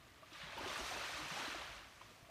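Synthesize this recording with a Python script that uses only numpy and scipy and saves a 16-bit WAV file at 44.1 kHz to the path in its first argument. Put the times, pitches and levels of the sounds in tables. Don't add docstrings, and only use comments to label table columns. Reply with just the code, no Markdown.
import sys
import numpy as np
from scipy.fft import rfft, irfft, next_fast_len
from scipy.io import wavfile
from scipy.ndimage import map_coordinates

SR = 44100
rng = np.random.default_rng(int(sys.argv[2]) if len(sys.argv) > 2 else 0)


def master_out(mix):
    frames = np.transpose(np.atleast_2d(mix))
    ceiling = np.clip(frames, -1, 1)
    pcm = np.round(ceiling * 32767).astype(np.int16)
    wavfile.write(sys.argv[1], SR, pcm)


N = 101429
FADE_DB_PER_S = 66


def amp(db):
    return 10 ** (np.asarray(db) / 20)


def unit(x):
    return x / np.sqrt(np.mean(x ** 2) + 1e-20)


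def level(rows):
    s, db = np.transpose(rows)
    t = np.arange(N) / SR
    outside_s = np.abs(t - np.clip(t, s[0], s[-1]))
    return amp(np.interp(t, s, db) - FADE_DB_PER_S * outside_s)


def wobble(rate):
    return map_coordinates(rng.standard_normal(400), [np.arange(N) * rate / SR], mode="wrap")


def filtered(x, response):
    m = next_fast_len(len(x) + 8192)
    return irfft(rfft(x, m) * response(np.fft.rfftfreq(m, 1 / SR)), m)[:len(x)]


def coloured(x, points):
    f, db = np.transpose(points)
    return unit(filtered(x, lambda hz: amp(np.interp(np.log(hz + 1), np.log(f + 1), db))))


def add(track, s, sound):
    part = track[max(round(s * SR), 0):][:len(sound)]
    part += sound[:len(part)]


def cloud(lo_hz, hi_hz, cycles, spread_db, rise, count):
    when, pitch, size, life = rng.random((count, 4)).T[:, :, None]
    hz = lo_hz * (hi_hz / lo_hz) ** pitch
    t60 = cycles * (.5 + life) / hz
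    t = np.arange(int(min(cycles / lo_hz, .08) * SR)) / SR
    gain = amp(spread_db * np.minimum(-np.log(1 - size), np.pi)) * hz
    envelope = gain * amp(-60 * t / t60) * (1 - np.exp(-2 * hz * t))
    rings = envelope * np.sin(2 * np.pi * hz * t * (1 + rise * np.minimum(t / t60, 1) / 2))
    at = (when * N).astype(int) + np.arange(len(t))
    return unit(np.bincount(at.ravel(), rings.ravel())[:N])


def water(bubbles, spectrum, blur_db, surge_db, surge_rate):
    blur = amp(blur_db) * coloured(rng.standard_normal(N), spectrum)
    mix = coloured(bubbles, spectrum) + blur
    return unit(mix * amp(surge_db * wobble(surge_rate)))


# frequency in Hz, relative level in dB.
SEA_SPECTRUM = [(60, -24), (110, -2), (200, -10), (300, -5.5), (470, -14.5), (660, -8), (850, -14),
                (1200, -8.5), (1450, -14.5), (1900, -11), (3000, -15.5), (5000, -22), (7500, -25.5),
                (10400, -27.5), (15000, -30.5)]
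SEA_DB = -63

def sea():
    ripples = cloud(409.5, 8170, cycles=16, spread_db=2, rise=0.075, count=2600)
    return amp(SEA_DB) * water(ripples, SEA_SPECTRUM, blur_db=4.5, surge_db=0.6, surge_rate=12)


# time in seconds, relative level in dB.
RUMBLE_ENVELOPE = [(0, -75), (.42, -72.5), (.60, -64), (.84, -67.5), (.95, -63), (1.35, -71.5),
                   (1.67, -63.5), (1.95, -72.5), (2.3, -78)]
# frequency in Hz, relative level in dB.
RUMBLE_SPECTRUM = [(10, -60), (24, -26), (36, -17.5), (50, 3.5), (75, -1), (100, -5), (150, -8), (300, -31),
                   (900, -85)]

def rumble():
    return amp(1.5) * level(RUMBLE_ENVELOPE) * coloured(rng.standard_normal(N), RUMBLE_SPECTRUM)


def spray(hz, octaves, size):
    noise = rng.standard_normal(size)
    return unit(filtered(noise, lambda f: np.exp(-.5 * (np.log2((f + 1) / hz) / octaves) ** 2)))


# start in seconds, pitch in Hz, level in dB,
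# 60 dB decay time in seconds, gain of the splash relative to the ring.
SINGLE_BUBBLES = [(.223, 628, -51, 0.09, 0.11), (0.228, 1140, -47, 0.05, 0.54),
                  (0.321, 311, -54.5, 0.1, 0.26), (.352, 1196, -46, 0.054, 0.31),
                  (0.433, 155, -54.5, 0.13, 1), (.524, 710, -40, 0.035, 0.45), (.530, 1070, -48, .04, .5),
                  (0.607, 321, -48, 0.14, 0.63), (.636, 108.7, -45.5, 0.082, 0.45),
                  (0.659, 355, -45.5, 0.11, 0.96), (0.713, 1105, -40, 0.043, 0.65),
                  (0.757, 1164, -38, 0.06, 0.5), (0.796, 319, -51, 0.067, .5),
                  (.812, 55.3, -50, 0.24, 0.27), (.912, 737, -37.5, .06, 0.48),
                  (1.091, 710, -45.5, 0.067, 0.83), (1.171, 1180, -45, 0.083, 0.25),
                  (1.186, 302, -51, 0.29, 0.13), (1.224, 141, -56, 0.13, 0.72), (1.3, 1200, -40, 0.055, .6),
                  (1.313, 167, -49, 0.095, 0.53), (1.385, 321, -42.5, .07, 0.36),
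                  (1.476, 306, -48.5, 0.11, 0.47), (1.479, 1176, -45, 0.078, .2),
                  (1.546, 685, -34.5, 0.028, 0.32), (1.553, 322, -48, .08, 0.73),
                  (1.571, 1360, -39.5, 0.04, 0.18), (1.692, 665, -50, 0.1, 0.18),
                  (2.010, 1024, -48, 0.054, 0.75), (2.019, 685, -61, 0.08, 1.0),
                  (2.111, 465, -53, 0.057, 0.57), (2.225, 128, -57.5, 0.1, 1),
                  (2.288, 653, -53, 0.11, 0.44)]
PLOP_ATTACK_S, PLOP_RISE_PER_S = 0.0024, 0.83

def plops():
    out, t = np.zeros(N), np.arange(SR // 5) / SR
    for start, hz, db, t60, splash in SINGLE_BUBBLES:
        ring = np.sin(2 * np.pi * hz * t * (1 + PLOP_RISE_PER_S * t / 2))
        envelope = amp(db - 60 * t / t60) * (1 - np.exp(-t / PLOP_ATTACK_S))
        add(out, start, envelope * (ring + splash * spray(hz, octaves=0.3, size=len(t))))
    return out


# time in seconds, relative level in dB.
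FOAM_ENVELOPE = [(.30, -77), (.365, -66.5), (.53, -69), (.69, -56.5), (.85, -54.5), (1.03, -56.5),
                 (1.27, -58), (1.39, -55), (1.59, -61), (1.72, -66.5), (1.92, -73.5), (2.15, -73)]
# frequency in Hz, relative level in dB.
FOAM_SPECTRUM = [(600, -72), (2000, -20), (4000, -1), (6000, 1), (7500, -5.5), (9500, -7), (10400, -14.5),
                 (12000, -12), (15000, -20.5)]

def foam():
    bubbles = cloud(3250, 15450, cycles=32, spread_db=3.5, rise=.04, count=7000)
    fizz = water(bubbles, FOAM_SPECTRUM, blur_db=1.0, surge_db=0.7, surge_rate=24.85)
    return amp(1.2) * level(FOAM_ENVELOPE) * fizz


# time in seconds, relative level in dB.
CHURN_ENVELOPE = [(.305, -66.5), (.345, -57.5), (.42, -52.5), (.55, -53), (.58, -51), (.70, -47),
                  (.82, -48), (1.0, -46.5), (1.27, -48.5), (1.46, -46), (1.63, -51), (1.77, -54.5),
                  (1.87, -60.5), (1.93, -67), (2.06, -65.5)]
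# frequency in Hz, relative level in dB.
CHURN_SPECTRUM = [(100, -72), (250, -46), (550, -3.5), (800, -7.5), (1150, 0), (1600, -1.5), (2600, -2.5),
                  (4000, -6.5), (5500, -17.5), (8000, -28.5), (12000, -60)]

def churn():
    bubbles = cloud(544.6, 6316, cycles=73, spread_db=3.5, rise=0.038, count=4600)
    wash = water(bubbles, CHURN_SPECTRUM, blur_db=2, surge_db=.5, surge_rate=40)
    return amp(0.33) * level(CHURN_ENVELOPE) * wash


# time in seconds, relative level in dB.
POCKET_ENVELOPE = [(.32, -85), (.49, -62.5), (.555, -63), (.576, -53), (.67, -50), (.73, -53), (1.0, -53),
                   (1.27, -58.5), (1.37, -51), (1.54, -58), (1.62, -60.5), (1.85, -70)]
# frequency in Hz, relative level in dB.
POCKET_SPECTRUM = [(40, -54), (80, -11), (130, -10.5), (200, -6.5), (310, -1), (450, -3), (700, -0.5),
                   (950, 1.5), (1600, -15), (4000, -70)]

def air_pockets():
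    pockets = cloud(112, 1067, cycles=22.5, spread_db=2.0, rise=0.063, count=800)
    gulps = water(pockets, POCKET_SPECTRUM, blur_db=0, surge_db=2.1, surge_rate=25)
    return level(POCKET_ENVELOPE) * gulps


# start in seconds, centre frequency in Hz, level in dB,
# 60 dB decay time in seconds.
WATER_IMPACTS = [(.329, 3170, -47.5, 0.062), (.410, 2270, -50, 0.14), (0.568, 2770, -51, 0.093),
                 (.566, 380, -49.5, 0.071), (.579, 14000, -53, .04), (0.675, 3440, -44, 0.064),
                 (0.757, 1700, -31, 0.018), (0.776, 8500, -50, .04), (2.010, 2260, -58, 0.11)]
SLAP_ATTACK_S, SLAP_OCTAVES = 0.003, 0.56

def slaps():
    out, t = np.zeros(N), np.arange(SR // 5) / SR
    for start, hz, db, t60 in WATER_IMPACTS:
        envelope = amp(db - 60 * t / t60) * (1 - np.exp(-t / SLAP_ATTACK_S))
        add(out, start, envelope * spray(hz, SLAP_OCTAVES, size=len(t)))
    return out


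def scene():
    return (sea() + rumble() + plops() + foam() + churn() + air_pockets() + slaps())[None]


TOP_HZ = 15300

def record(dry):
    return np.array([filtered(channel, lambda hz: hz < TOP_HZ) for channel in dry])


dry = scene()
out = record(dry)
master_out(out)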